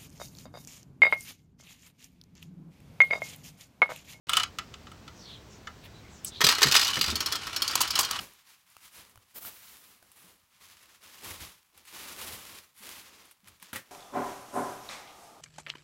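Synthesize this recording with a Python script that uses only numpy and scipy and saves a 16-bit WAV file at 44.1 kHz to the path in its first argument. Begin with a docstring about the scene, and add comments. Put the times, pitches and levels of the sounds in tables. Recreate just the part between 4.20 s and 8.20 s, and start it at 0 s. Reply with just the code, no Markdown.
"""A marble clacks into the tray of a plastic marble tower, and a hand fiddles there.
Then marbles clatter into the bowl on top and circle it; one ticks down the spiral and knocks into
the bottom of the tube. Each hit or tiny rolling bump makes the plastic ring with many short tones.
Fingers rub the rim, and the toy thuds as it rocks under the hand.
Behind it, outdoors, are a few faint falling swishes, far calls and a low rumble."""
import sys
import numpy as np
from scipy import signal
from scipy.fft import rfft, irfft
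from scipy.io import wavfile
from scipy.ndimage import uniform_filter1d

SR = 44100
rng = np.random.default_rng(int(sys.argv[2]) if len(sys.argv) > 2 else 0)


def store_pcm(level_fs):
    """Save levels as 16-bit WAV."""
    pcm = np.round(np.clip(level_fs, -1, 1) * 32767).astype(np.int16)
    wavfile.write(sys.argv[1], SR, np.atleast_2d(pcm).T)


N = 176400
TIME = np.arange(N) / SR
RING_TIME = TIME[:7000]

# Marble and fingers hit the tray: start_s, low_db, middle_db, high_db
TRAY_HITS = [(0.0935, -28, -26.5, -32.5), (0.1328, -28, -22, -34), (0.1685, -23.5, -17.5, -27),
             (0.198, -33, -25.5, -41), (0.2325, -33, -26, -39), (0.3855, -33.5, -32, -45),
             (0.539, -48.5, -43, -64), (0.669, -49, -50.5, -77), (0.716, -48, -53, -60),
             (0.878, -47, -46.5, -64), (1.471, -38, -43, -65), (2.046, -76, -44.5, -31)]
# Marbles hit the bowl and the spiral: start_s, low_db, middle_db, ping_hz
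BOWL_HITS = [(2.206, -28, -28.5, 3240), (2.2131, -22.5, -22, 3320), (2.2399, -25, -19.5, 5040),
             (2.2439, -35, -18, 3262), (2.266, -25, -17.5, 4620), (2.2875, -24.5, -16.5, 4250),
             (2.302, -31, -31, 3133), (2.384, -32, -32.5, 3650), (2.4175, -23, -21.5, 1804),
             (2.429, -25, -14, 4511), (2.438, -23.5, -29, 4520), (2.469, -28.5, -26.5, 3585),
             (2.5208, -31, -20, 4349), (2.542, -39, -23, 1877), (2.5505, -19, -17.5, 2887),
             (2.563, -36, -16, 5060), (2.567, -29, -29, 4120), (2.594, -29.5, -23, 3660),
             (2.6137, -42, -26, 5100), (2.647, -39, -29.5, 4440), (2.678, -45, -27, 2970),
             (2.769, -29.5, -34, 4200), (2.811, -32, -20.5, 4780), (2.84, -34, -27.5, 4680),
             (2.901, -52, -30.5, 4931)]
SPIRAL_HITS = [(2.955, -40.5, -27, 4400), (3.0045, -37, -27, 5577), (3.06, -38.5, -25.5, 4270),
               (3.122, -37.5, -26.5, 3390), (3.154, -42.5, -30, 3180), (3.268, -40.5, -36.5, 4300),
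               (3.362, -39.5, -27, 5480), (3.42, -36.5, -23, 4380), (3.4775, -45, -27, 4700),
               (3.51, -41, -33.5, 4700), (3.675, -55, -34, 3580), (3.7055, -48, -26.5, 4630),
               (3.754, -39, -24, 4020), (3.848, -45, -29.5, 3180)]
# A marble knocks in the tube: start_s, low_db, middle_db, high_db, choke_s
TUBE_HITS = [(3.554, -20, -15, -18.5, 0.028), (3.605, -24, -23, -27, 0.096),
             (3.613, -30, -20, -21.5, 0.091), (3.789, -25, -19, -22.5, 0.16), (3.806, -32, -27, -27, 0.12),
             (3.83, -36, -28, -40, 0.17), (3.91, -27.5, -21.5, -25, .03)]
# Borders of a hit's low, middle and high bands: edge_hz
BAND_EDGES_HZ = [0, 2200, 7500, 17000]
# Glass rolls on plastic, in the tray, then in bowl and spiral: time_s, level_db
ROLLING_LEVELS = [(.07, -51), (.12, -36), (.215, -39), (2.23, -34.5), (2.31, -28.5), (2.39, -37),
                  (2.53, -26), (2.75, -36), (2.93, -36), (3.38, -41.5), (3.54, -31), (3.73, -38),
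                  (3.86, -33.5), (4.0, -36.5)]
# Level of touches between marbles, relative to the rolling: low_db, middle_db
JOSTLE_DB = [-26, 3]
# Clear tones that stand out in each part's ring: pitch_hz, boost_db
TRAY_TONES = [(1270, 14), (1345, 13.5), (2990, 15.5), (3600, 8.5)]
BOWL_TONES = [(420, 13.5), (1290, 7.6), (1870, 6.5), (5000, 7.1)]
SPIRAL_TONES = [(3230, 20.6), (4320, 20), (5150, 16), (5510, 16.7)]
TUBE_TONES = [(1110, 9.9), (4630, 20)]
ROLL_TONES = [(1320, 10), (2980, 21)]
# How strongly each part rings, from bass to treble: pitch_hz, level_db
TRAY_COLOUR = [(300, -33), (1100, 5), (1900, 3.5), (3300, 14.5), (5000, 7.5), (8000, 4), (15500, -7.5)]
BOWL_COLOUR = [(300, -16.5), (620, -15), (950, -6), (4700, 3), (7000, -4.5), (9000, -20), (12500, -16.5),
               (15500, -21.5)]
SPIRAL_COLOUR = [(300, -14.5), (700, -16.5), (1300, -3), (2600, -14), (4800, -4), (9000, -12.5),
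                 (15500, -11)]
TUBE_COLOUR = [(300, -6), (650, -6.5), (1050, 8), (1800, -7.5), (4500, -2.5), (7000, -1.5), (9000, -9.5),
               (15500, -9.5)]
ROLL_COLOUR = [(250, -5.5), (620, -9.5), (1150, 4.5), (1650, -2), (2500, -0.5), (4600, -1.5), (9000, -14),
               (15500, -25)]
# Thuds of the rocking toy: start_s, level_db, pitch_hz, fade_s
THUDS = [(2.237, -25, 144, 0.11), (2.452, -24.5, 139, 0.14), (2.769, -29, 140, 0.096),
         (2.877, -31.5, 76, 0.32), (2.924, -31.5, 223, 0.088)]
# Fingers rub the rim: centre_s, half_length_s, level_db, lower_edge_hz
RUBS = [(1.654, 0.013, -50, 1990), (2.076, 0.015, -39, 4560)]
# Falling swishes and far calls: centre_s, half_length_s, pitch_hz, level_db
SWISHES = [(1.027, 0.06, 5220, -53.5), (1.105, 0.06, 3700, -47.5), (1.335, 0.035, 6250, -57),
           (1.945, 0.048, 6570, -57.5), (2.169, 0.038, 3780, -44)]
FAR_CALLS = [(1.775, 0.034, 3950, -60.5), (1.867, 0.048, 2150, -62)]
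# Outdoor rumble and hiss, from bass to treble: pitch_hz, level_db
AIR_COLOUR = [(25, 7), (97, 3), (575, -11), (2410, -19), (5570, -22), (7920, -28), (9320, -36.5),
              (16000, -35)]


def plastic_part(colour, tones, fade_s, clear_fade_s, damping, count=520):
    """Plastic rings with a crowd of short tones and a few clear ones. Fade times apply at 3000 Hz."""
    crowd_hz = 250 + 16000 * ((np.arange(count) + rng.random(count)) / count) ** 1.4
    clear_hz, boost_db = np.transpose(tones)
    hz = np.r_[crowd_hz, clear_hz]
    spacing_gain = np.sqrt(np.gradient(crowd_hz) / np.mean(np.diff(crowd_hz)))
    gain = colour_gain(colour, hz) * np.r_[spacing_gain, from_db(boost_db)]
    fades = np.r_[fade_s * np.exp(.3 * rng.standard_normal(count)), np.full(len(tones), clear_fade_s)]
    fades *= (hz / 3000) ** -damping  # higher tones die sooner
    rings = gain[:, None] * np.cos(2 * np.pi * hz[:, None] * RING_TIME) * fade(fades[:, None])
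    return hz, rings, count


def strike(hits, part, choke_s=np.inf):
    """Each hit rings its own mix of tones; its hardness sets the low, middle and high levels."""
    hz, rings, first_clear = part
    hits, out = np.array(hits), np.zeros(N)
    strengths = rng.standard_normal((len(hits), len(hz)))
    clear = strengths[:, first_clear:]
    strengths[:, first_clear:] = np.sign(clear) * (1 + np.abs(clear)) / 2  # clear tones always sound
    spread = 1 - np.exp(-RING_TIME / 0.0012)  # the blow takes time to spread through the plastic
    sounds = 0
    for column, (low, high) in enumerate(zip(BAND_EDGES_HZ, BAND_EDGES_HZ[1:]), start=1):
        band = (hz >= low) & (hz < high)
        ring = strengths[:, band] @ rings[band] * spread
        onset = ring[:, :int(.008 * SR)]
        sounds = sounds + ring / rms(onset) * from_db(hits[:, [column]])
    for start_s, sound in zip(hits[:, 0], sounds * fade(choke_s)):
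        add(out, start_s, sound)
    return out


def marble_clicks(hits, part, treble_db=-9.5, ping_db=-4, ping_fade_s=0.14):
    """A glass marble hits the wall: a plastic click, and a ping whose pitch depends on the spot."""
    hits = np.array(hits)
    out = strike(np.c_[hits[:, :3], hits[:, 2] + treble_db], part)
    for start_s, _, middle_db, hz in hits:
        ping = np.sin(2 * np.pi * hz * RING_TIME) * fade(ping_fade_s)
        add(out, start_s, from_db(middle_db + ping_db) * ping)
    return out


def jostle(part, count=24, from_s=2.25, to_s=2.92):
    """Marbles touch lightly at uneven times, harder when they roll faster."""
    start_s = from_s + (to_s - from_s) * (np.arange(count) + rng.random(count)) / count
    rolling_db = np.interp(start_s, *np.transpose(ROLLING_LEVELS))
    ping_hz = rng.choice(np.array(BOWL_HITS)[:, 3], count)
    return marble_clicks(np.c_[start_s, rolling_db[:, None] + JOSTLE_DB, ping_hz], part)


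def tube_knocks(part):
    """The marble knocks at the bottom of the tube and stays against the wall, choking its ring."""
    return strike(TUBE_HITS, part, choke_s=np.array(TUBE_HITS)[:, [4]])


def rolling(part, spots=6, bumps_per_s=800, changes_per_s=22, rest_from_s=.235, rest_to_s=2.215):
    """Tiny random bumps along the track keep the plastic ringing, except while the marbles rest."""
    hz, rings, _ = part
    out = 0
    for spot_ring in rng.standard_normal((spots, len(hz))) @ rings:
        bumps = (rng.random(N) < bumps_per_s / spots / SR) * rng.choice([-1, 1], N)
        # The marble passes spots that favour different tones.
        nearness = np.interp(TIME * changes_per_s, np.arange(400), rng.uniform(-1, 1, 400))
        scatter_db = 4 * np.minimum(rng.exponential(1, N), 4)
        bumps = bumps * from_db(scatter_db + 10.5 * nearness)
        out = out + signal.oaconvolve(bumps, spot_ring)[:N]
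    moving = uniform_filter1d(1.0 * ((TIME < rest_from_s) | (TIME > rest_to_s)), size=800)
    level_db = np.interp(TIME, *np.transpose(ROLLING_LEVELS), left=-np.inf)
    return out / rms(out) * moving * from_db(level_db)


def thuds(puff_hz=380, puff_fade_s=0.3, puff_db=-7, attack_s=0.0013):
    """The hand rocks the toy: a low tone that dies quickly and a puff of dull noise."""
    out = np.zeros(N)
    attack = 1 - np.exp(-RING_TIME / attack_s)
    for start_s, db, hz, fade_s in THUDS:
        noise = low_pass(rng.standard_normal(len(RING_TIME)), puff_hz)
        puff = from_db(puff_db) * noise / rms(noise) * fade(puff_fade_s)
        swing = np.sin(2 * np.pi * hz * RING_TIME) * fade(fade_s)
        add(out, start_s, from_db(db) * (swing + puff) * attack)
    return out


def finger_rubs():
    """Fingers rub the rim, making short, soft, bright hisses."""
    out = 0
    for centre_s, half_s, db, hz in RUBS:
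        noise = rng.standard_normal(N)
        octave_band = signal.butter(2, [hz, 2 * hz], "band", fs=SR, output="sos")
        hiss = signal.sosfilt(octave_band, noise) + noise / 5
        swell = np.exp(-.5 * ((TIME - centre_s) / half_s) ** 2)
        out = out + from_db(db) * hiss / rms(hiss) * swell
    return out


def yard_echo(sound, build_s=0.026, fade_s=0.098, level_db=-19, cutoff_hz=6700):
    """Ground, pots and walls scatter the sound into a short, dull echo."""
    build_up = 1 - np.exp(-(RING_TIME / build_s) ** 2)
    tail = low_pass(rng.standard_normal(len(RING_TIME)), cutoff_hz) * fade(fade_s) * build_up
    tail /= np.sqrt(np.sum(tail ** 2))
    return from_db(level_db) * signal.oaconvolve(sound, tail)[:N]


def swishes(count=5, steepest_octaves_per_s=2.6, scatter_octaves=0.2, waver_hz=75):
    """Each swish is a cluster of thin airy whistles that swell, sink in pitch, level off and fade."""
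    out, t = np.zeros(N), np.arange(-SR // 4, SR // 4) / SR
    for centre_s, half_s, hz, db in SWISHES:
        fall_octaves = steepest_octaves_per_s * half_s * np.tanh(t / half_s)
        for lag, detune in zip(rng.uniform(-0.42, 0.5, count), np.linspace(-1, 1, count)):
            pitch_hz = hz * 2 ** (scatter_octaves * detune - fall_octaves)
            waver = low_pass(rng.standard_normal(len(t)), waver_hz, order=1)
            whistle = waver * np.cos(2 * np.pi * np.cumsum(pitch_hz) / SR)
            swell = np.exp(-(t / half_s - lag) ** 2)
            add(out, centre_s + t[0], from_db(db) * whistle / rms(whistle) / np.sqrt(count) * swell)
    return out


def far_calls(waver_hz=75):
    """Each call, probably a bird's, is one thin wavering note that swells and fades."""
    out = 0
    for centre_s, half_s, hz, db in FAR_CALLS:
        note = low_pass(rng.standard_normal(N), waver_hz, order=1) * np.cos(2 * np.pi * hz * TIME)
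        swell = np.exp(-((TIME - centre_s) / half_s) ** 2)
        out = out + from_db(db) * note / rms(note) * swell
    return out


def outdoor_air(level_db=-49, start_s=0.069, rise_s=0.0017):
    """Far rumble and hiss come in quickly and stay steady."""
    hz = np.arange(N // 2 + 1) * SR / N
    noise = irfft(rfft(rng.standard_normal(N)) * colour_gain(AIR_COLOUR, hz), N)
    return from_db(level_db) * noise / rms(noise) * np.clip((TIME - start_s) / rise_s, 0, 1)


def from_db(db):
    """Turn decibels into a gain to multiply by."""
    return 10 ** (np.asarray(db) / 20)


def rms(sound):
    """A sound's average strength (root mean square)."""
    return np.sqrt(np.mean(sound ** 2, axis=-1, keepdims=True) + 1e-20)


def colour_gain(colour, hz):
    """Read a colour table's gain at the given pitches."""
    table_hz, db = np.transpose(colour)
    return from_db(np.interp(np.log(np.maximum(hz, 1)), np.log(table_hz), db))


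def low_pass(sound, hz, order=2):
    """Soften everything above the given pitch."""
    return signal.sosfilt(signal.butter(order, hz, fs=SR, output="sos"), sound)


def fade(fade_s):
    """A curve that drops by 60 dB in fade_s seconds."""
    return np.exp(-np.log(1000) * RING_TIME / fade_s)


def add(out, start_s, sound):
    """Mix a sound in at the given time."""
    i = max(int(start_s * SR), 0)
    out[i:i + len(sound)] += sound[:max(N - i, 0)]


def scene():
    """Marbles hit and roll on the tower; the echo, the hand and the outdoors join in."""
    bowl = plastic_part(BOWL_COLOUR, BOWL_TONES, fade_s=0.049, clear_fade_s=0.054, damping=0.049)
    tray = plastic_part(TRAY_COLOUR, TRAY_TONES, fade_s=0.041, clear_fade_s=0.042, damping=0.46)
    toy = strike(TRAY_HITS, tray) + marble_clicks(BOWL_HITS, bowl) + jostle(bowl)
    spiral = plastic_part(SPIRAL_COLOUR, SPIRAL_TONES, fade_s=0.075, clear_fade_s=0.053, damping=0.47)
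    toy += marble_clicks(SPIRAL_HITS, spiral, treble_db=-8.5, ping_db=-3.5)
    tube = plastic_part(TUBE_COLOUR, TUBE_TONES, fade_s=0.12, clear_fade_s=0.043, damping=0.12)
    toy += tube_knocks(tube)
    track = plastic_part(ROLL_COLOUR, ROLL_TONES, fade_s=0.056, clear_fade_s=0.027, damping=0.029)
    toy += rolling(track)
    return (toy + yard_echo(toy) + finger_rubs() + thuds() + swishes() + far_calls() + outdoor_air())[None]


def record(dry):
    """Trim the deepest bass and the highest treble, and stop peaks at full scale."""
    bass_cut = signal.butter(4, 54.6, "high", fs=SR, output="sos")
    treble_cut = signal.ellip(12, .1, 80, 15900, fs=SR, output="sos")
    return np.clip(signal.sosfilt(treble_cut, signal.sosfilt(bass_cut, dry)), -1, 1)


dry = scene()
out = record(dry)
store_pcm(out)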